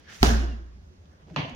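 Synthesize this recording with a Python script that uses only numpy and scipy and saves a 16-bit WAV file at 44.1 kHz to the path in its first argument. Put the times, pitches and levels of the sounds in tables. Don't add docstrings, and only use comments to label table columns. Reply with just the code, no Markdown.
import sys
import numpy as np
from scipy import signal
from scipy.fft import rfft, irfft
from scipy.io import wavfile
from scipy.ndimage import uniform_filter1d

SR = 44100
rng = np.random.default_rng(int(sys.argv[2]) if len(sys.argv) > 2 else 0)


def makeup_ratio(level_db):
    decades = np.asarray(level_db, float) / 20
    return 10 ** decades


def put_to_file(sound):
    columns = np.atleast_2d(sound).T
    safe = np.clip(columns, -1, 1)
    whole_steps = np.round(safe * 32767)
    wavfile.write(sys.argv[1], SR, whole_steps.astype(np.int16))


N = 68355
T = np.arange(N) / SR
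F = np.maximum(np.fft.rfftfreq(N, 1 / SR), 1)


def on_hz(table, hz):
    table = np.array(table)
    return np.interp(np.log(hz), np.log(table[:, 0]), table[:, 1])


def unit(x):
    return x / np.sqrt(np.mean(x ** 2))


def noise(colour, grain_db=0.):
    x = rng.standard_normal(N) * makeup_ratio(grain_db * rng.exponential(size=N))
    return unit(irfft(rfft(x) * makeup_ratio(on_hz(colour, F)), N))


def walk(rate):
    k = int(SR / rate)
    steps = np.repeat(rng.standard_normal(N // k + 1), k)
    smooth = uniform_filter1d(uniform_filter1d(steps, k), k)
    return unit(smooth[:N])


def stereo(mid, side):
    return np.array([mid + side, mid - side])


def off_wall(x, share, delay):
    return stereo(x, -share * np.roll(x, delay))


def bands(x, gain):
    spec, out = rfft(x), 0
    for hz in 25 * 2 ** np.arange(0, 10, .5):
        share = np.cos(np.pi * np.clip(np.log2(F / hz), -.5, .5)) ** 2
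        out = out + irfft(spec * share, N) * gain(hz)
    return out


def modes(table, start, rise, hold):
    out = 0
    for hz, db, t60 in table:
        short = rise * min(1, table[0][0] / hz)
        age = T - start - 1.022 * (rise - short)
        swell = np.clip(age / short, 0, 1) ** 1.1
        free = np.maximum(age - short - hold * short / rise, 0)
        fade = makeup_ratio(-60 * free / t60)
        out = out - makeup_ratio(db) * swell * fade * np.sin(2 * np.pi * hz * np.maximum(age, 0))
    return out


def rub(curve, sound):
    curve = np.array(curve)
    level_db = np.interp(T, curve[:, 0], curve[:, 1], right=-150)
    return sound * makeup_ratio(level_db + 1.2 * walk(60))


# frequency in Hz, density in dB.
HUM_COLOUR = [(15, -14), (40, -12.5), (80, 7), (120, -12), (158, -5.5), (330, -16.5), (1500, -34),
              (8000, -44), (16000, -46)]
# frequency in Hz, density in dB.
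HUM_SIDE_COLOUR = [(15, -30.5), (80, -2.5), (212, -11.5), (476, -11.5), (960, -13), (3000, -25),
                   (16000, -30)]


def garage_hum():
    def flicker(hz):
        return makeup_ratio(2.4 * min(1, (1500 / hz) ** .5) * walk(27))

    mid = makeup_ratio(-52.5) * bands(noise(HUM_COLOUR), flicker)
    side = makeup_ratio(-62.5) * bands(noise(HUM_SIDE_COLOUR), flicker)
    return stereo(mid, side)


# start in
# seconds, peak in dB, brightest frequency in Hz.
SEAM_TICKS = [(0.145, -44.5, 4930), (.221, -39, 5200), (.246, -32, 6300), (.268, -27.5, 5600),
              (.292, -29, 5100), (1.056, -61, 2960), (1.272, -60.5, 2750), (1.283, -55.5, 900),
              (1.2999, -49, 750), (1.391, -44, 2900), (1.496, -53.5, 8000), (1.549, -50.5, 7780)]


def seam_ticks():
    out = 0
    for start, db, hz in SEAM_TICKS:
        age = T - start
        click = noise([(100, -30), (hz / 3, -6), (hz, 0), (hz * 1.55, -10), (20000, -40)])
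        fade = (age > 0) * np.exp(-np.maximum(age, 0) / .003)
        out = out + makeup_ratio(db) * fade * click
    return stereo(out, -.3 * out)


# frequency in Hz, level in dB, t60 in seconds.
CHAIN_LINKS = [(2880, -54, .5), (2893, -58, .4)]


def chain():
    links = modes(CHAIN_LINKS, .41, 0.0069, 0.014)
    wobbling = links * makeup_ratio(2 * walk(27))
    return stereo(wobbling, 0.12 * wobbling)


# time in seconds, level in dB.
SLEEVE_LEVEL = [(0, -67.5), (.07, -59.5), (.098, -50.5), (.125, -48.5), (.15, -50.5), (.18, -53.5),
                (.2, -54), (.218, -48), (.228, -45), (.24, -53)]
# frequency in Hz, density in dB.
SLEEVE_COLOUR = [(300, -10.5), (880, -12.5), (1900, -6.5), (3600, -12), (4700, -13), (6500, -21.5),
                 (8000, -28), (15500, -32)]
# time in seconds, level in dB.
WEAVE_LEVEL = [(.07, -90.5), (.1, -62.5), (.145, -55), (.2, -56), (.228, -43.5), (.24, -50.5)]
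# frequency in Hz, density in dB.
WEAVE_COLOUR = [(3000, -41.5), (6000, -5), (8000, -3), (15500, -7.5)]
# frequency in Hz, level in dB, t60 in seconds.
BUCKLE_MODES = [(10000, -78, .3)]


def sleeve():
    peak_hz, width_hz = 1740, 700
    whistle = [(100, -40), (peak_hz - width_hz, -25), (peak_hz, 0), (peak_hz + width_hz, -25), (20000, -60)]
    fold = makeup_ratio(0.5) * np.exp(-((T - 0.084) / 0.042) ** 2)

    def cloth():
        return noise(SLEEVE_COLOUR, grain_db=0.5) + fold * noise(whistle)

    swish = rub(SLEEVE_LEVEL, stereo(cloth(), makeup_ratio(-1.5) * cloth()))
    weave = rub(WEAVE_LEVEL, stereo(noise(WEAVE_COLOUR), makeup_ratio(5.5) * noise(WEAVE_COLOUR)))
    buckle = modes(BUCKLE_MODES, -.01, 0.0047, 0.036)
    return swish + weave + buckle


# time in seconds, level in dB.
SHIFT_LEVEL = [(1.03, -93), (1.06, -72), (1.09, -72.5), (1.13, -62), (1.18, -69), (1.23, -66)]
# frequency in Hz, density in dB.
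SHIFT_COLOUR = [(200, -18.5), (550, 4.5), (900, -16), (1700, -5.5), (2500, -21), (8000, -29)]
# time in seconds, level in dB.
SCUFF_LEVEL = [(1.26, -76), (1.272, -60), (1.295, -53), (1.325, -46.5), (1.352, -57.5), (1.355, -59)]
# frequency in Hz, density in dB.
SCUFF_COLOUR = [(60, -32), (120, 1), (200, 1), (350, 1.5), (800, -12), (1200, -35), (8000, -61)]
# time in seconds, level in dB.
SKIM_LEVEL = [(1.265, -79.5), (1.275, -67.5), (1.3, -63.5), (1.32, -69.5), (1.355, -62), (1.44, -70),
              (1.49, -57), (1.55, -71)]
# frequency in Hz, density in dB.
SKIM_COLOUR = [(500, -30), (1500, 1), (2600, -1), (4000, -7.5), (7000, -14.5), (9000, -20)]


def swing_back():
    def pair(colour, side_db):
        return stereo(noise(colour, grain_db=2.5), makeup_ratio(side_db) * noise(colour))

    shift = rub(SHIFT_LEVEL, pair(SHIFT_COLOUR, -3.5))
    scuff = rub(SCUFF_LEVEL, pair(SCUFF_COLOUR, -9))
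    skim = rub(SKIM_LEVEL, pair(SKIM_COLOUR, -3))
    return shift + scuff + skim


# start in seconds, frequency
# in Hz, level in dB, t60 in seconds.
SKIN_LUMPS = [(0.26, 380, -33, 0.065), (.268, 820, -32, 0.051), (.292, 245, -23, 0.37),
              (.295, 715, -34, 0.085), (.29, 440, -34, .12), (0.39, 268, -32.5, 0.15),
              (0.42, 350, -34, 0.098), (.42, 725, -42.5, 0.064), (.47, 290, -41, 0.22),
              (0.52, 240, -40.5, 0.23), (.59, 346, -48, .12), (0.2, 85, -45, .06), (0.64, 330, -58, 0.16),
              (.9, 380, -57, 0.13), (.505, 2885, -54.5, 0.092), (.236, 190.6, -25.5, .04),
              (1.306, 175, -39, 0.076), (1.295, 640, -53, .06), (1.326, 320, -43.5, 0.032),
              (1.3805, 154, -25, 0.019), (1.368, 270, -32.5, 0.037), (1.385, 300, -36, 0.075),
              (1.422, 143, -33, 0.041), (1.405, 169, -41, .05), (1.44, 290, -40.5, 0.067),
              (1.47, 158, -41, .1), (1.45, 674, -43, 0.21), (1.495, 740, -47, 0.067),
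              (1.505, 250, -40, 0.11), (1.53, 46, -39, .1), (1.53, 531, -47.5, .1)]


def skin_lumps():
    rise, hold, sag = 0.014, 0.0088, .8
    out = np.zeros(N)
    for start, hz, db, t60 in SKIN_LUMPS:
        k = int(start * SR)
        age = T[k:k + SR // 4] - start
        swell = np.sin(np.pi / 2 * np.clip(age / rise, 0, 1)) ** 2
        fade = makeup_ratio(db - 60 * np.maximum(age - rise - hold, 0) / t60)
        out[k:k + SR // 4] += swell * fade * np.sin(2 * np.pi * hz * age * (1 - sag * age))
    return off_wall(out, .18, 160)


def favoured(x, peaks):
    lift_db = sum(db * np.exp(-((F - hz) / width) ** 2) for hz, width, db in peaks)
    return irfft(rfft(x) * makeup_ratio(lift_db), N)


SLAP_S = (.2292, 1.3618)
# crack in dB, crack length in seconds, echo in dB, stretch of the room's decay.
SLAPS = [
    (-11.5, 0.0048, -21, 0.96),
    (-23.5, 0.0053, -30, 0.84),
]
# frequency in Hz, density in dB.
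CRACK_SIDE = [(88, -49), (250, -14), (700, 2.5), (1400, -1.5), (2300, -6), (3600, -7), (6500, -19.5),
              (8000, -34.5)]
# frequency in Hz, t60 in seconds.
ROOM_T60 = [(100, 0.87), (190, 0.69), (350, 0.74), (700, 0.63), (1600, 0.7), (5000, 0.56), (8000, 0.44),
            (14000, 0.41)]


def slap(which, crack, echo, echo_side, crack_side_db, echo_side_db, peaks):
    crack_db, length, echo_db, stretch = SLAPS[which]
    age = T - SLAP_S[which]
    burst = np.sin(np.pi * np.clip(age / length, 0, 1) ** 0.41) ** 2
    direct = makeup_ratio(crack_db) * burst * stereo(noise(crack), makeup_ratio(crack_side_db) * noise(CRACK_SIDE))
    late = np.maximum(age - 0.00044, 0)

    def ring(hz):
        build = 1 - np.exp(-late / 0.0037)
        return build * makeup_ratio(-60 * late / on_hz(ROOM_T60, hz) / stretch + 1.2 * walk(40))

    mid = bands(favoured(noise(echo), peaks), ring)
    side = makeup_ratio(echo_side_db) * bands(noise(echo_side), ring)
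    return direct + makeup_ratio(echo_db) * stereo(mid, side)


# frequency in Hz, level in dB, t60 in seconds.
CATCH_MODES = [(152, -27, 0.06), (92, -38, 0.6)]
# frequency in Hz, level in dB, t60 in seconds.
PALM_MODES = [(616, -32, 0.053), (890, -32, 0.076), (1020, -28.5, 0.038), (1200, -25.5, 0.02),
              (2630, -27, 0.0037), (4250, -34, .005)]
# frequency in Hz, density in dB.
CATCH_CRACK = [(180, -34), (500, -23), (1200, 6.5), (1900, 0), (2700, 0.5), (4200, -8), (6000, -17),
               (7500, -32.5)]
# frequency in Hz, density in dB.
CATCH_ECHO = [(60, -20), (110, 0.5), (490, -8), (800, -6), (1500, -15), (2900, -9), (4600, -21),
              (8000, -44)]
# frequency in Hz, density in dB.
CATCH_SIDE = [(80, -42), (150, -18), (290, -2.5), (440, -12.5), (1000, -1), (1300, -11.5), (3000, -7),
              (8000, -39)]
# centre in Hz, width in Hz, lift in dB.
CATCH_PEAKS = [(970, 90, 2.5), (1430, 240, -5), (2900, 270, 1.5), (3640, 290, -4), (4400, 250, 3.5),
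               (5200, 340, -7), (6030, 240, 4.5)]


def open_hand():
    thud = modes(CATCH_MODES, 1.363, 0.007, 0.009)
    palm = modes(PALM_MODES, 1.3622, 0.000613, 0.00029)
    crack = slap(1, CATCH_CRACK, CATCH_ECHO, CATCH_SIDE, -3, -0.5, CATCH_PEAKS)
    return off_wall(thud, .18, 160) + off_wall(palm, .2, 12) + crack


# frequency in Hz, level in dB, t60 in seconds.
TOUCH_MODES = [(107.6, -15.5, .03), (900, -30, 0.025)]
# frequency in Hz, level in dB, t60 in seconds.
PUNCH_MODES = [(59.5, -15.5, 0.82), (63.1, -38.5, 0.93), (77.5, -26.5, 0.1), (30.78, -34.5, 0.98),
               (118.3, -34, 0.44), (95.2, -32.5, 0.08)]
# frequency in Hz, level in dB, t60 in seconds.
KNOCK_MODES = [(222, -9, 0.017), (392.5, -18, 0.1), (763, -10.5, 0.02), (1306, -18, 0.019),
               (3300, -17, 0.007), (3800, -17.5, 0.00796), (5200, -17, 0.008), (5890, -24, 0.0079),
               (1040, -18, 0.0195), (246, -22.5, 0.19), (374, -35, 0.93)]
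# frequency in Hz, density in dB.
PUNCH_CRACK = [(88, -14.5), (300, -17.5), (800, -16.5), (2100, -23), (3800, -16), (6500, -25),
               (8000, -27.5), (15000, -18)]
# frequency in Hz, density in dB.
PUNCH_ECHO = [(60, -24), (130, -9), (200, -6), (400, -14), (800, -17.5), (2300, -24), (6500, -26),
              (15500, -27.5)]
# frequency in Hz, density in dB.
PUNCH_SIDE = [(80, -49), (150, -27.5), (280, -9.5), (550, -10.5), (1480, -11.5), (2200, -19.5),
              (6500, -21.5), (15500, -20)]
# centre in Hz, width in Hz, lift in dB.
ROOM_PEAKS = [(715, 62, 4), (1646, 205, 3.5), (2280, 280, -2), (4750, 270, -1.5), (5200, 300, 0.5),
              (6200, 210, -2)]


def fist():
    dent = modes(TOUCH_MODES, .2255, .002, 0.00046)
    boom = modes(PUNCH_MODES, .2085, 0.0186, 0.13)
    knock = modes(KNOCK_MODES, .2305, 0.000832, 0.0018)
    crack = slap(0, PUNCH_CRACK, PUNCH_ECHO, PUNCH_SIDE, 5, 1, ROOM_PEAKS)
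    return off_wall(boom - dent, .18, 160) + off_wall(knock, .2, 12) + crack


def scene():
    background = garage_hum() + seam_ticks() + chain()
    rubbing = sleeve() + swing_back()
    return background + rubbing + skin_lumps() + open_hand() + fist()


def low_pass(x):
    return signal.sosfilt(signal.butter(12, 16640, fs=SR, output="sos"), x)


# frequency in Hz, left minus right in dB.
PORTS = [(60, -0.5), (400, -1), (1200, -1), (3000, -2), (5500, -8.5), (8000, -0.5), (14000, -0.5)]
# frequency in Hz, gain in dB.
CENTRE = [(1000, -0.5), (1600, 0.5), (2250, -0.5), (3300, 1), (4250, -2), (5200, 1.5), (6000, 2.5)]
# frequency in Hz, gain in dB.
MIC = [(20, -0.5), (6600, 0), (7600, -10), (16000, -16.5), (17000, -65.5)]


def record(dry):
    tilt = on_hz(PORTS, F) / 2
    mid, side = rfft(dry[0] + dry[1]) / 2, rfft(dry[0] - dry[1]) / 2
    ports = stereo(mid * makeup_ratio(on_hz(CENTRE, F)), side)
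    heard = irfft(ports * makeup_ratio(on_hz(MIC, F) + np.array([tilt, -tilt])), N)
    limit, top_hz = .98, 16600
    limited = limit * np.tanh(heard / limit)
    held = irfft(rfft(limited) * (F < top_hz), N)
    return low_pass(held)


dry = scene()
out = record(dry)
put_to_file(out)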